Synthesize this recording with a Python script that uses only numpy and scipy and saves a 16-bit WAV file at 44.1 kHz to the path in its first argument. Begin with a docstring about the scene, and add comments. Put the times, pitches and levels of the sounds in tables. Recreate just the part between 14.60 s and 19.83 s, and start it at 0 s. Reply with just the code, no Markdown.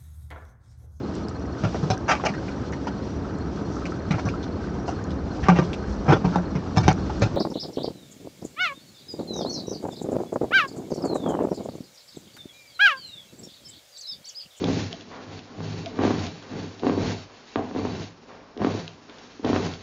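"""First comes a cluster of hollow bumps and a rumble: a coil rolling on a countertop in a small room.
A hand rolls it to and fro to wind copper wire onto it. With each turn the coil knocks and patters
on the hollow counter, while the wire hisses as it slides over the windings.
Now and then the taut wire snaps into place with a tick. Between turns the coil slides softly
in the hand, and a faint hum lies underneath."""
import sys
import numpy as np
from scipy import signal
from scipy.fft import rfft, irfft
from scipy.io import wavfile
from scipy.ndimage import uniform_filter1d

SR = 44100
rng = np.random.default_rng(int(sys.argv[2]) if len(sys.argv) > 2 else 0)


def wav_record(signal):
    """Record a signal, one row per channel, as 16-bit PCM in the file named by sys.argv[1]."""
    frames = np.transpose(np.atleast_2d(signal))
    bounded = np.clip(frames, -1, 1)
    # unit amplitude maps onto the largest positive 16-bit level
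    quanta = np.round(bounded * 32767).astype(np.int16)
    wavfile.write(sys.argv[1], SR, quanta)


N = 230503
TIME = np.arange(N) / SR

# Tone colours say how strong each pitch is. Each row: frequency in Hz, relative level in dB.
AIR_COLOUR = [(25, -11.5), (55, 4.5), (76, -12.5), (100, 0.5), (125, 0.5), (170, 0.5), (240, 4), (420, 3.5),
              (620, 1), (1100, -0.5), (2000, -10.5), (4200, -17), (5500, -12.5), (7000, -35), (9000, -59)]
SLIDE_COLOUR = [(200, -16), (500, -0.5), (750, 1), (1100, -2.5), (1600, -3), (2200, -9.5), (3500, -16.5),
                (7000, -38.5)]
TICK_COLOUR = [(300, -20.5), (900, -14), (1900, -1), (2600, 5), (3600, 9), (4400, 2), (5300, -1),
               (7000, -14.5)]
HISS_COLOUR = [(500, -39), (1400, -1.5), (2200, 1), (3200, -0.5), (4400, 0.5), (5500, -3.5), (6400, -4),
               (7200, -9.5)]
RIM_COLOUR = [(300, -14), (550, 1), (720, 13.5), (1000, 0.5), (1300, -33), (2000, -20), (7000, -51)]
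SCRAPE_COLOUR = [(200, -11), (500, -2), (700, 3), (1100, -5.5), (1500, -3.5), (2100, -8), (3500, -13.5),
                 (7000, -46.5)]
RUMBLE_COLOUR = [(25, -23), (55, -4), (78, -16.5), (130, -26), (200, 1.5), (270, -1.5), (400, -5.5),
                 (600, -14), (900, -10.5), (2000, -52.5), (7000, -79)]
BUMP_COLOUR = [(30, -20), (100, -25.5), (190, -12.5), (250, 6.5), (320, 5.5), (480, -0.5), (900, -1.5),
               (1500, -3.5), (2200, -6), (4000, -3), (5200, -17), (7000, -38)]
# The room's echo. Each row: frequency in Hz, seconds it takes to fade by 60 dB.
ROOM_FADE = [(100, 0.081), (300, 0.24), (800, 0.35), (2500, 0.13), (7000, 0.19)]
# The faint hum. Each row: frequency in Hz, level in dB.
HUM_TONES = [(237, -63), (409, -66.5)]

# Modes are the pitches at which a thing likes to ring.
# Each row: frequency in Hz, width in Hz, relative strength in dB.
WIRE_MODES = [(2723, 44, 6), (3000, 53, 1), (3683, 17, 3.5), (5525, 19, 10)]  # the taut wire and its spool
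SINGING_MODES = [(3940, 45, -3), (4467, 39, -1)]  # thin tones of the taut wire
COUNTER_MODES = [(222.3, 67, 7.5), (264.6, 33, 4), (295.7, 35, 5.5), (398.5, 67, 8.5), (461.5, 31, 6),
                 (533, 69, 4), (726, 40, 2.5), (850, 65, -2), (1070, 160, 4), (1153, 44, 3.5)]  # the counter under the coil
BOOM_MODES = [(101.5, 12.5, -1), (164, 18.4, -5)]  # deep tones of the hollow counter

# The wire keeps feeding off its spool. Each row: time in seconds, hiss level in dB.
WIRE_FEED = [(0, -43.5), (.45, -52.5), (.92, -55), (1.3, -52), (1.85, -51.5), (2.15, -52), (2.65, -57),
             (2.95, -50.5), (3.58, -61), (3.72, -57), (3.92, -63.5), (4.4, -59), (4.55, -53.5),
             (5.2, -51.5)]
# The held coil never quite rests on the counter. Each row: time in seconds, rumble level in dB.
JOSTLE = [(0, -35.5), (.36, -45), (.45, -48.5), (.56, -45.5), (.8, -45), (.88, -55), (.93, -44.5),
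          (1.3, -41), (1.36, -37.5), (1.83, -50), (2.1, -48), (2.17, -49.5), (2.6, -50), (2.8, -67),
          (3.55, -61), (3.75, -52), (3.92, -57.5), (4.36, -59.5), (4.7, -54)]
# The coil slides in the hand. Each row: start in seconds, length in seconds, level in dB.
SLIDES = [(0.498, 0.094, -42.5), (0.856, 0.064, -53), (1.816, 0.085, -48), (2.673, 0.56, -53.5),
          (3.675, 0.038, -45.5), (3.765, 0.032, -67), (4.478, .02, -48), (4.567, .02, -55)]
# The wire snaps into place. Each row: start in seconds, relative tick level in dB,
# fade time of the slip in seconds, level of the coil's ring in dB.
SNAPS = [(0.0426, -17, 0.00055, -47), (0.3288, -19.5, .0014, -35.5), (.4100, -30, .002, -56),
         (.792, -30, .004, -56), (1.2600, -22, 0.0051, -28.5), (1.667, -22.5, 0.011, -40),
         (1.826, -34.5, .003, -57), (2.196, -31.5, .006, -44), (3.442, -35, 0.0035, -60),
         (3.9755, -32, 0.0011, -64), (4.279, -22.5, 0.0015, -55), (4.497, -33, 0.0031, -69),
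         (4.585, -35, .003, -58), (4.705, -44, .008, -66), (4.849, -23.5, 0.0035, -60),
         (5.1378, -27, 0.0029, -50)]
# The hand rolls the coil. Each row: start in seconds, length of the push in seconds, rumble in dB,
# sag of the rumble in dB per second, boom in dB, rim scrape in dB, wire hiss in dB,
# seconds for the wire to tighten, basic fade after the push in dB per second.
ROLLS = [(0.0, 0.23, -26.5, 30, -28.5, -37, -40, .12, 151),
         (.645, 0.13, -53, 14, -43.5, -47, -51.5, 0.066, 136),
         (0.964, 0.24, -40, 9, -33, -43, -47, 0.056, 169),
         (1.367, 0.27, -22.5, 38.5, -30.5, -29.5, -41, 0.097, 116),
         (1.893, 0.16, -31.5, 36, -37.5, -39.5, -49, 0.088, 108),
         (2.213, 0.17, -26.5, 8, -32.5, -35, -46.5, .07, 129),
         (2.365, .15, -28, 15, -30, -32, -38, 0.073, 141),
         (3.133, 0.3, -27.5, 35, -35.5, -37, -47, 0.056, 165),
         (3.978, 0.21, -24.5, 54, -32.5, -34, -43.5, 0.11, 123),
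         (4.824, 0.24, -26, 20, -30.5, -30.5, -41.5, 0.086, 113)]
# The coil bumps on the counter. Each row: start in seconds, level in dB, # frequency in Hz above which the bump
# is dulled (a light tap can be the brightest).
BUMPS = [(.017, -20.5, 400), (0.039, -13.5, 507), (.085, -16, 450), (0.0997, -18, 380), (.111, -23, 396),
         (.174, -21.5, 306), (0.987, -30, 500), (1.005, -25.5, 1200), (1.3903, -14, 1000),
         (1.419, -17, 600), (1.436, -13.5, 445), (1.451, -12, 813), (1.478, -14.5, 450), (1.507, -13, 905),
         (2.225, -28, 400), (2.2343, -16.5, 760), (2.246, -14, 450), (2.268, -10, 1170), (2.275, -20, 500),
         (2.2968, -11, 1000), (2.377, -17.5, 550), (2.9587, -8.5, 1650), (3.112, -23.5, 900),
         (3.150, -23, 800), (3.162, -16, 500), (3.2516, -15, 890), (3.967, -28.5, 600), (3.979, -25, 450),
         (4.0024, -19, 447), (4.0184, -15, 970), (4.0472, -9, 1250), (4.070, -14, 900), (4.149, -20.5, 450),
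         (4.495, -32.5, 2400), (4.796, -30, 400), (4.8463, -15, 800), (4.862, -19, 600),
         (4.8994, -13.5, 420), (4.9312, -11, 1100), (4.9621, -8.5, 1700)]


def amp(db):
    """Turns decibels into a gain, the number a sound is multiplied by."""
    return 10 ** (np.asarray(db) / 20)


def unit(x):
    """Scales a sound to an average (rms) level of 1."""
    return x / np.sqrt(np.mean(x ** 2) + 1e-20)


def value_at(points, hz):
    """Looks up a table between its rows, on a scale of pitch (log frequency)."""
    f, value = np.transpose(points)
    return np.interp(np.log(hz + 1), np.log(f + 1), value)


def gain_curve(points):
    """Joins rows of seconds and dB into a gain that changes over time."""
    return amp(np.interp(TIME, *np.transpose(points)))


def add(mix, start, sound):
    """Mixes a sound in at a start time in seconds."""
    part = mix[max(round(start * SR), 0):][:len(sound)]
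    part += sound[:len(part)]


def smoothed(x, seconds):
    """Irons out quick changes by taking a running average twice."""
    size = max(int(seconds * SR), 2)
    return uniform_filter1d(uniform_filter1d(x, size), size)


def steadied(x, seconds):
    """Evens out slow swells, so that the hand alone sets the level."""
    return x / np.sqrt(abs(smoothed(x ** 2, seconds)) + 1e-12)


def tap_response(colour, modes=(), dull_above_hz=None, size=8192):
    """How a thing with this colour and these modes answers one tap; the treble can be dulled above a given
    pitch."""
    hz = np.fft.rfftfreq(size, 1 / SR)
    db = value_at(colour, hz)
    for f, width, lift in modes:
        db = db + lift / (1 + (2 * (hz - f) / width) ** 2)
    if dull_above_hz:
        db = db - 10 * np.log10(1 + (hz / dull_above_hz) ** 4)
    # Folding the cepstrum (minimum phase) makes all the ringing come after the tap.
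    cepstrum = irfft(np.log(amp(db)))
    cepstrum[1:size // 2] *= 2
    cepstrum[size // 2 + 1:] = 0
    ringing = irfft(np.exp(rfft(cepstrum)))[:size // 2]
    return ringing / abs(ringing).max()


def room(x, echo_db, size=20000, gap_s=0.0018, build_s=0.016):
    """Adds dense echoes off nearby walls and clutter; the middle pitches last longest."""
    t = np.arange(size) / SR
    echoes = rng.standard_normal(size) * np.clip((t - gap_s) / build_s, 0, 1)
    hz, age_s, spectrum = signal.stft(echoes, SR, nperseg=256)
    fade = amp(-60 * age_s / value_at(ROOM_FADE, hz)[:, None])
    tail = signal.istft(spectrum * fade, SR, nperseg=256)[1]
    return x + amp(echo_db) * signal.fftconvolve(x, tail / np.linalg.norm(tail))[:N]


def rub(colour, modes, clicks_per_s, spread_db, smooth, echo_db):
    """Tiny uneven contacts and smooth friction ring a thing and the room, at a steady level of 1."""
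    clicks = (rng.random(N) < clicks_per_s / SR) * rng.choice([-1, 1], N)
    strengths = amp(spread_db * np.clip(rng.standard_normal(N), -2, 2))
    friction = unit(clicks * strengths) + smooth * rng.standard_normal(N)
    ringing = signal.fftconvolve(friction, tap_response(colour, modes))[:N]
    return steadied(room(ringing, echo_db), seconds=0.032)


def steady_ring(modes):
    """Steady friction keeps narrow modes ringing, at a level of 1."""
    hz = np.fft.rfftfreq(N, 1 / SR)
    friction = rfft(rng.standard_normal(N))
    body = sum(amp(db) / (1 + 1j * (hz - f) / width) ** 3 for f, width, db in modes)
    return steadied(irfft(friction * body, N), seconds=0.067)


def stroke(start, length, rise_s, sag_db_per_s, fade_db_per_s):
    """Gain of one movement: it swells, sags during the push (grows if the sag is negative), then fades."""
    t = np.maximum(TIME - start, 0)
    drop_db = sag_db_per_s * np.minimum(t, length) + fade_db_per_s * np.maximum(t - length, 0)
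    return np.minimum(t / rise_s, 1) * amp(-drop_db)


def settling(fade_db_per_s, delay_s=0.0052):
    """Gain of a motion that starts just after the loudest bump and dies away."""
    start = max(BUMPS, key=lambda bump: bump[1])[0] + delay_s
    return stroke(start, length=0, rise_s=0.014, sag_db_per_s=0, fade_db_per_s=fade_db_per_s)


def background(air_db=-53.5, waver=0.008):
    """Room air and a faint hum whose pitch wavers."""
    air = unit(signal.fftconvolve(rng.standard_normal(N), tap_response(AIR_COLOUR))[:N])
    drift = 1 + waver * unit(uniform_filter1d(rng.standard_normal(N), size=4000))
    hum = sum(amp(db) * unit(np.sin(2 * np.pi * np.cumsum(hz * drift) / SR)) for hz, db in HUM_TONES)
    return amp(air_db) * air + hum


def coil_slides():
    """The coil rubs softly as it shifts in the hand between rolls."""
    gain = sum(amp(db) * stroke(start, length, rise_s=0.018, sag_db_per_s=7.5, fade_db_per_s=82)
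               for start, length, db in SLIDES)
    friction = rub(SLIDE_COLOUR, COUNTER_MODES, clicks_per_s=600, spread_db=2.5, smooth=0.84, echo_db=-7)
    return gain * friction


def wire_hiss(pull, sing_db=-53, full_pull_db=-45.5, sing_growth=1.7):
    """Wire slides over the windings in fine slips; its thin singing grows with the pull up to a limit."""
    hiss = rub(HISS_COLOUR, WIRE_MODES, clicks_per_s=1800, spread_db=0.5, smooth=0.94, echo_db=-9)
    tautness = np.minimum(pull / amp(full_pull_db), 1)
    singing = amp(sing_db) * tautness ** sing_growth * steady_ring(SINGING_MODES)
    return pull * hiss + singing


def wire_snaps(ring_hz=673, ring_s=0.066, swell_s=0.0092, tick_db=0.5, slip_db=-2):
    """The taut wire snaps into place with a tick and a short slip, and the coil rings briefly."""
    ticks, rings = np.zeros(N), np.zeros(N)
    t = np.arange(SR // 4) / SR
    tick = tap_response(TICK_COLOUR)
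    swell = 1 - np.exp(-(t / swell_s) ** 2)
    ring = np.sin(2 * np.pi * ring_hz * t) * amp(-60 * t / ring_s) * swell
    for start, db, slip_s, ring_db in SNAPS:
        slip = rng.standard_normal(len(t)) * np.exp(-t / slip_s) * (t > .0005)  # just after the tick
        slip = signal.fftconvolve(slip, tick)
        slip *= np.linalg.norm(tick) / np.linalg.norm(slip)
        add(ticks, start, amp(db + tick_db) * tick)
        add(ticks, start, amp(db + slip_db) * slip)
        add(rings, start, amp(ring_db) * ring / ring.max())
    return room(ticks, echo_db=-7.5) + rings


def rim_chatter(level_db=-25.5):
    """After the loudest bump the rim makes quick little bounces on the counter that die away."""
    gain = amp(level_db) * settling(fade_db_per_s=173)
    return gain * rub(RIM_COLOUR, COUNTER_MODES, clicks_per_s=240, spread_db=-3, smooth=0.19, echo_db=1)


def hand_motion(jostle_share_db=-9, rocking_db=-26.5, rumble_fade_ratio=1.4):
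    """Gains for rumble, boom, scrape and wire pull: the rolls plus the small motions between them."""
    rocking = amp(rocking_db) * settling(fade_db_per_s=97)  # the coil rocks to rest
    jostle = gain_curve(JOSTLE) + rocking
    light_jostle = amp(jostle_share_db) * jostle
    motions = [(jostle, light_jostle, light_jostle, gain_curve(WIRE_FEED))]
    for start, length, rumble_db, sag, boom_db, scrape_db, hiss_db, tighten_s, fade in ROLLS:
        rumble = stroke(start, length, 0.043, sag, rumble_fade_ratio * fade)  # rises in 0.043 s
        boom = stroke(start, length, rise_s=0.052, sag_db_per_s=4.5, fade_db_per_s=fade)
        scrape = stroke(start, length, rise_s=0.055, sag_db_per_s=34, fade_db_per_s=fade)
        pull = stroke(start, length, rise_s=tighten_s, sag_db_per_s=-6.5, fade_db_per_s=fade)
        motions.append((amp(rumble_db) * rumble, amp(boom_db) * boom,
                        amp(scrape_db) * scrape, amp(hiss_db) * pull))
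    return np.linalg.norm(motions, axis=0)  # overlapping motions add their power


def counter_boom(gain):
    """The weight of the rolling coil shakes the deep modes of the hollow counter."""
    return gain * steady_ring(BOOM_MODES)


def coil_rolling(rumble_gain, scrape_gain):
    """The ridged windings patter over the counter and the rim scrapes along."""
    patter = rub(RUMBLE_COLOUR, COUNTER_MODES, clicks_per_s=260, spread_db=3.5, smooth=0.39, echo_db=-6.5)
    scrape = rub(SCRAPE_COLOUR, COUNTER_MODES, clicks_per_s=500, spread_db=1, smooth=0.6, echo_db=-3)
    return rumble_gain * patter + scrape_gain * scrape


def coil_bumps(rattle_db=-9.5, rattle_s=0.0038, rattle_above_hz=610):
    """Each bump is one short push into the counter, followed by a brief, thin rattle of the rim."""
    knocks = np.zeros(N)
    t = np.arange(SR // 20) / SR
    bass_cut = signal.butter(2, rattle_above_hz, "high", fs=SR)
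    for start, db, dull_above_hz in BUMPS:
        knock = tap_response(BUMP_COLOUR, COUNTER_MODES, dull_above_hz)
        add(knocks, start, -amp(db) * knock)
        bounces = rng.standard_normal(len(t)) * (t / rattle_s) * np.exp(-t / rattle_s)
        bounces = signal.lfilter(*bass_cut, bounces / np.linalg.norm(bounces))
        add(knocks, start, amp(db + rattle_db) * signal.fftconvolve(bounces, knock))
    return room(knocks, echo_db=-8.5)


def scene(grip_wobble_db=1.39, grip_wobble_s=0.023):
    """One hand drives the coil and the wire together; its grip is a little uneven."""
    rumble, boom, scrape, pull = hand_motion()
    grip = amp(grip_wobble_db * unit(smoothed(rng.standard_normal(N), grip_wobble_s)))
    rolling = coil_rolling(rumble, scrape * grip) + counter_boom(boom)
    coil = rolling + coil_bumps() + rim_chatter() + coil_slides()
    wire = wire_hiss(pull * grip) + wire_snaps()
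    return (coil + wire + background())[None]


def record(dry, top_hz=7250):
    """A small microphone misses the highest treble."""
    treble_cut = signal.firwin(401, top_hz, window=("kaiser", 9), fs=SR)
    return signal.oaconvolve(dry, treble_cut[None], "same")


dry = scene()
out = record(dry)
wav_record(out)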